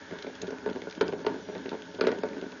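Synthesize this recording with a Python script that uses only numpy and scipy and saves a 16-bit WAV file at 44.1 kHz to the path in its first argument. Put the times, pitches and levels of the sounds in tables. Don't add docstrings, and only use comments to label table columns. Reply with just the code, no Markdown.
import sys
import numpy as np
from scipy import signal
from scipy.fft import rfft, irfft
from scipy.io import wavfile
from scipy.ndimage import uniform_filter1d, minimum_filter1d

SR = 44100
rng = np.random.default_rng(int(sys.argv[2]) if len(sys.argv) > 2 else 0)


def gain_from_decibels(decibels):
    exponent = np.asarray(decibels, float) / 20
    return 10 ** exponent


def generate_wav(sig):
    pcm = np.round(np.clip(np.atleast_2d(sig).T, -1, 1) * 32767).astype(np.int16)
    wavfile.write(sys.argv[1], SR, pcm)


N = 114660


def level(x, db):
    return x * gain_from_decibels(db) / np.sqrt(np.mean(x ** 2))


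def colour(x, points):
    p = np.array(points)
    hz = np.maximum(np.fft.rfftfreq(len(x), 1 / SR), 1)
    gain_db = np.interp(np.log(hz), np.log(p[:, 0]), p[:, 1])
    return irfft(rfft(x) * gain_from_decibels(gain_db), len(x))


def ring(x, hz, t60_s):
    r = np.exp(-np.log(1000) / (t60_s * SR))
    w = 2 * np.pi * hz / SR
    return signal.lfilter([0, r * np.sin(w)], [1, -2 * r * np.cos(w), r * r], x)


def soften(x, hz, kind="low"):
    return signal.lfilter(*signal.butter(2, hz, kind, fs=SR), x)


def walk(rate_hz):
    k = int(SR / rate_hz)
    steps = np.repeat(rng.standard_normal(N // k + 1), k)
    return 1.5 * uniform_filter1d(uniform_filter1d(steps, k), k)[:N]


def grains(size, per_s):
    chance, strength = rng.random((2, size))
    return (chance < per_s / SR) * (2 * strength - 1)


def add(out, x, s, db):
    i = int(s * SR)
    out[i:i + len(x)] += (x * gain_from_decibels(db) / np.max(np.abs(x)))[:N - i]


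# [f/Hz, density/dB per Hz]
ROOM = [(15, -68), (25, -25.5), (76, 4), (404, -20.5), (1140, -15.5), (1660, 0), (1870, -20.5),
        (2860, -11.5), (7000, -15), (9100, -65.5), (15400, -120)]
# [f/Hz, width/Hz, level/dB]
HUMS = [(1483, 74, -58), (1664, 220, -56.5), (913, 120, -59), (3400, 560, -62.5), (2170, 150, -64.5)]


def room():
    out = level(colour(rng.standard_normal(N), ROOM), -55)
    for hz, width_hz, db in HUMS:
        hum = ring(rng.standard_normal(N), hz, 2.22 / width_hz)
        out += level(hum, db) * gain_from_decibels(2.3 * walk(12.2))
    return out


# [t/s, f/Hz, level/dB]
SQUEAK = [
    (1.4, 6250, -69),
    (1.452, 5775, -65),
    (1.545, 5790, -66),
    (1.57, 5830, -74),
]


def squeak():
    t, (at_s, hz, db) = np.arange(N) / SR, np.transpose(SQUEAK)
    loud_db = np.interp(t, at_s, db, -120, -120) + 3 + 1.5 * walk(60)
    phase = 2 * np.pi * np.cumsum(np.interp(t, at_s, hz)) / SR
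    return uniform_filter1d(gain_from_decibels(loud_db), 300) * np.sin(phase)


# [f/Hz, level/dB, t60/s]
WHEEL = [(181, -12.5, 0.16), (214.5, -9, 0.12), (262.4, -3, 0.091), (326.8, -6, 0.13), (401, -8, 0.21),
         (421.4, -2, 0.11), (556.4, -7, 0.12), (631.4, -8.5, 0.086), (778, -12, 0.044),
         (902.3, -10.5, 0.14), (1120, -12, 0.023), (1461, -9, 0.078), (1662, -8.5, 0.024),
         (2006, -26.5, 0.25)]


def wheel(push, bass_db, spot_db, detune, flip_every):
    out = np.zeros(len(push))
    for k, (hz, db, t60_s) in enumerate(WHEEL):
        mode_db = db + spot_db[k] + bass_db * (hz < 350)
        out += gain_from_decibels(mode_db) * (-1) ** (k // flip_every) * ring(push, hz * (1 + detune[k]), t60_s)
    return out


# [t/s, level/dB]
ROCKING = [(0, -48.5), (.35, -49.5), (.55, -48), (.8, -44), (.95, -45.5), (1.06, -37.5), (1.2, -43),
           (1.33, -39.5), (1.45, -44), (1.9, -49.5), (2.1, -41), (2.22, -44.5), (2.6, -49.5)]


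def rocking():
    push = soften(grains(N, 540) * gain_from_decibels(2.9 * walk(29.98)), 720)
    still = np.zeros(len(WHEEL))
    body = wheel(push, 1.1, still, still, flip_every=1)
    bits = grains(N, 210) ** 3
    grit = 0.42 * ring(bits, 1500, 0.0098) + ring(bits, 4400, 0.0078)
    grit += 0.76 * ring(bits, 3300, 0.0058) + 0.68 * ring(bits, 5000, 0.0091)
    at_s, db = np.transpose(ROCKING)
    return (level(body, 0) + level(grit, -26.5)) * gain_from_decibels(np.interp(np.arange(N) / SR, at_s, db))


# [t/s, level/dB, f/Hz, scratch length/s]
TICKS = [(0.1096, -34, 2140, 0.0026), (0.1226, -40.5, 2040, 0.0018), (0.1855, -33.5, 3300, 0.0034),
         (0.2234, -28.5, 3760, 0.0025), (0.2653, -34.5, 2290, 0.0029), (0.3506, -37.5, 3210, 0.0051),
         (0.4155, -26, 6740, 0.0038), (0.4195, -34.5, 4000, 0.0017), (0.4688, -34.5, 3520, 0.0055),
         (0.5048, -35.5, 5500, 0.0025), (0.5841, -33.5, 2330, 0.0013), (0.7297, -34.5, 3070, 0.0015),
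         (0.7567, -48, 2270, 0.002), (0.8185, -29, 2270, 0.0014), (0.8979, -36.5, 3400, 0.0018),
         (0.9098, -32.5, 3580, 0.0018), (0.9248, -31.5, 2370, 0.0015), (0.9502, -34.5, 3440, 0.002),
         (1.0802, -25.5, 4930, 0.0012), (1.1233, -33.5, 2960, 0.0011), (1.1902, -42, 2230, 0.0028),
         (1.2441, -45.5, 3840, 0.0049), (1.4646, -56, 2170, 0.002), (1.5504, -33, 2340, 0.002),
         (1.5783, -35.5, 3450, 0.002), (1.6591, -28.5, 2100, 0.0015), (1.6911, -26.5, 3760, 0.0024),
         (1.8203, -31.5, 3400, 0.001), (1.947, -38, 3480, 0.0032)]
# [t/s, level/dB, f/Hz, scratch length/s]
TICKS_LATE = [(0.698, -34.5, 3400, 0.0022), (1.703, -36, 3400, 0.002), (1.712, -42, 3320, 0.003),
              (1.731, -40.5, 3300, 0.002), (2.025, -43, 1700, 0.0032), (2.037, -34.5, 2080, 0.0038),
              (2.046, -28, 1510, 0.006), (2.083, -32, 2000, 0.004), (2.09, -36.5, 1580, 0.0036),
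              (1.9145, -39.5, 3250, 0.0018), (2.1859, -37.5, 3220, 0.002), (2.2872, -36, 3500, 0.0015),
              (2.3316, -36, 2230, 0.0019), (2.363, -47, 2250, 0.0013), (2.4134, -32, 2150, 0.001),
              (2.5182, -35.5, 2550, 0.0037)]


def ticks():
    out, t = np.zeros(N), np.arange(SR // 25) / SR
    for s, db, hz, length_s in list(TICKS) + list(TICKS_LATE):
        length_s = max(length_s, .0004)
        fade = np.exp(-t / length_s) * np.minimum(3 * t / length_s, 1)
        scratch = soften(rng.standard_normal(len(t)), 1300, "high") * fade
        dull = soften(soften(scratch, 3.1 * hz), 1.3 * hz)
        wire = ring(scratch, hz, .007)
        add(out, level(dull, 0) + level(wire, -4), s, db - 2)
    return out


def blow(length_s, bass_db, soft_hz, first, rim_db):
    t, rattle_per_s = np.arange(SR // 5) / SR, 800
    rebound_fade = np.clip(3 - 3 * t / max(length_s, .002), 0, 1)
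    push = gain_from_decibels(-11.5) * grains(len(t), rattle_per_s) * rebound_fade
    push[0] = first
    push = soften(push, soft_hz)
    scrape = grains(len(t), 4 * rattle_per_s) * np.exp(-t / max(0.46 * length_s, .002))
    scrape = soften(soften(soften(scrape, 810, "high"), 2250), 4500)

    spot = rng.standard_normal((len(WHEEL), 2))
    body = wheel(push, bass_db, 3.5 * spot[:, 0], 0.014 * spot[:, 1], flip_every=2)
    body += gain_from_decibels(-33 + bass_db) * ring(push, 95 * (1 + 0.14 * spot[0, 1]), 0.13)
    body += gain_from_decibels(rim_db) * ring(push, 427.4 * (1 + 0.014 * spot[1, 1]), 0.23)
    swell = np.minimum(0.52 + t / 0.0027, 1)
    damping_db = -16 * (1 - np.exp(-np.maximum(t - length_s, 0) / 0.0066))
    return level(body * swell * gain_from_decibels(damping_db), 0) + level(scrape, -20.5)


# [t/s, level/dB, bass/dB]
PATS_EARLY = [(0.115, -34.5, 4), (0.122, -28.5, 2.5), (0.133, -31, -13), (0.142, -36, -12),
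              (0.154, -36, -15), (0.162, -37, 15.5), (0.244, -30, -3), (0.258, -36, 8), (0.267, -28.5, 1.5),
              (0.274, -30.5, 5), (0.424, -33, 0.5), (0.431, -29, -2), (0.442, -31, -4.5), (0.479, -28, -1),
              (0.487, -29, -2), (0.496, -39, -1), (0.505, -32.5, -10), (0.52, -30.5, -2.5),
              (0.527, -27.5, -2), (0.675, -23, 1), (0.704, -33.5, -9.5), (0.711, -26.5, 8),
              (0.724, -37, 13), (0.751, -33, 8.5), (0.759, -25.5, -1.5), (0.767, -27.5, -4.5),
              (0.791, -37.5, 13), (0.819, -31, -0.5), (0.836, -32.5, -1), (0.87, -29, -6),
              (0.877, -31, -2.5), (0.976, -29.5, 8.5), (0.989, -38, 8), (1.026, -20, 4.5),
              (1.043, -31.5, 0), (1.058, -32, -9.5), (1.072, -27.5, -8), (1.085, -24.5, -2.5),
              (1.092, -27.5, 3), (1.102, -36.5, 2.5), (1.125, -24.5, -8.5), (1.133, -23.5, -5),
              (1.14, -35.5, 10.5), (1.162, -32.5, 11), (1.169, -41, -3), (1.192, -31, 8), (1.206, -34.5, 0),
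              (1.247, -27, -7), (1.255, -36.5, -0.5)]
# [t/s, level/dB, bass/dB]
PATS_LATE = [(1.283, -23.5, 5), (1.292, -31.5, 1), (1.299, -27.5, 7), (1.306, -32, 10), (1.318, -30.5, -5),
             (1.325, -36, 4), (1.332, -39, -5.5), (1.341, -28.5, 5), (1.36, -32, 9), (1.373, -37, 4),
             (1.384, -34, 10), (1.398, -35, 7), (1.486, -29.5, 0), (1.496, -30, -6), (1.557, -28, -7),
             (1.565, -28, 0.5), (1.588, -37.5, -4), (1.655, -28.5, 2.5), (1.663, -29, 4), (1.681, -29.5, 3),
             (1.728, -25.5, -5.5), (1.741, -27.5, 6.5), (1.75, -28.5, -4), (1.956, -38.5, 6.5),
             (1.987, -29.5, -14), (1.995, -26, -14), (2.027, -25, -2), (2.038, -17, -3),
             (2.054, -21.5, 2.5), (2.062, -28, 2), (2.083, -20.5, -4.5), (2.102, -23, 10),
             (2.147, -34.5, -1.5), (2.159, -32.5, 6), (2.172, -34.5, -1.5), (2.182, -30.5, 0.5),
             (2.19, -35, 13), (2.25, -29.5, 0.5), (2.257, -37.5, 1), (2.266, -36, 15), (2.274, -32.5, -1.5),
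             (2.312, -33, -0.5), (2.343, -39, -12), (2.366, -26.5, 1), (2.373, -34, 10), (2.38, -27.5, 8.5),
             (2.391, -34.5, 1), (2.423, -26, 2), (2.43, -40.5, -6), (2.438, -30, 3), (2.463, -31, 4.5)]
# [t/s, level/dB, bass/dB]
PATS_MORE = [(.109, -33.5, -8.5), (.298, -32.5, -1), (.635, -36, 9), (1.551, -32, -8.5), (1.716, -25, 3),
             (1.791, -37.5, 7), (1.942, -36, -5), (2.09, -22.5, -9), (2.125, -22.5, -0.5), (2.305, -42, 4),
             (2.526, -37.5, -9)]


def pats():
    out = np.zeros(N)
    for s, db, bass_db in list(PATS_EARLY) + list(PATS_LATE) + list(PATS_MORE):
        add(out, blow(0.0062, bass_db, soft_hz=1130, first=.8, rim_db=-12.5), s, db + 0.97)
    return out


# [t/s, level/dB, rattle length/s, crack/dB, bass/dB]
KNOCKS = [
    (.661, -24, 0.015, -13, -2.5),
    (0.69, -24, 0.013, -11, 2.5),
    (1.011, -16.5, 0.012, 0, -17.5),
    (1.266, -20, 0.018, -1, -7.5),
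    (2.011, -18, 0.016, -1.5, -1.5),
    (2.07, -15, 0.014, -5, -0.5),
    (2.117, -25, 0.011, -2.5, -7),
    (2.234, -22, 0.013, -11, -6.5),
]
# [f/Hz, density/dB per Hz]
CRACK = [(530, -8), (900, -2), (1830, -5.5), (2500, -12.5), (4720, -15), (7000, -32), (9100, -68),
         (15400, -120)]


def knocks():
    out, t = np.zeros(N), np.arange(SR // 10) / SR
    fade = np.exp(-t / 0.003) + gain_from_decibels(-21) * np.exp(-t / 0.028)
    for s, db, length_s, crack_db, bass_db in KNOCKS:
        add(out, blow(length_s, bass_db, soft_hz=2500, first=6.4, rim_db=-2), s, db + 3.5)
        crack = fade * soften(colour(rng.standard_normal(len(t)), CRACK), 970, "high")
        add(out, crack, s - .001, db + crack_db)
    return out


def echo(near):
    t, t60_s = np.arange(SR // 3) / SR, .25
    tail = soften(rng.standard_normal(len(t)), 3200) * np.exp(-np.log(1000) * t / t60_s)
    tail *= t > .004
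    return signal.fftconvolve(near, gain_from_decibels(-14) * tail / np.sqrt(np.sum(tail ** 2)))[:N]


def scene():
    near = knocks() + pats() + ticks() + rocking()
    return (near + echo(near) + squeak() + room())[None]


def thin_treble(x):
    hz, _, z = signal.stft(x, SR, nperseg=512)
    power = np.abs(z) ** 2
    loud = -minimum_filter1d(-power.sum(axis=0), size=11)
    bands = np.repeat(uniform_filter1d(power, size=4, axis=0)[::4], 4, axis=0)[:len(hz)]
    patches = np.kron(rng.standard_normal((33, len(loud) // 3 + 1)), np.ones((8, 3)))
    mask_db = -58.5 + 5 * patches[:len(hz), :len(loud)]
    keep = (bands > gain_from_decibels(2 * mask_db) * loud) | (hz[:, None] < 2500)
    return signal.istft(z * keep, SR, nperseg=512)[1][:N]


def low_pass(x):
    return signal.sosfilt(signal.butter(12, 7680, fs=SR, output="sos"), x)


def record(dry):
    thinned = thin_treble(soften(dry[0], 70, "high"))
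    voice_band = signal.ellip(12, .3, 90, 6900, fs=SR, output="sos")
    mix = signal.sosfilt(voice_band, thinned[None]) + gain_from_decibels(-102) * rng.standard_normal(dry.shape)
    return low_pass(mix)


dry = scene()
out = record(dry)
generate_wav(out)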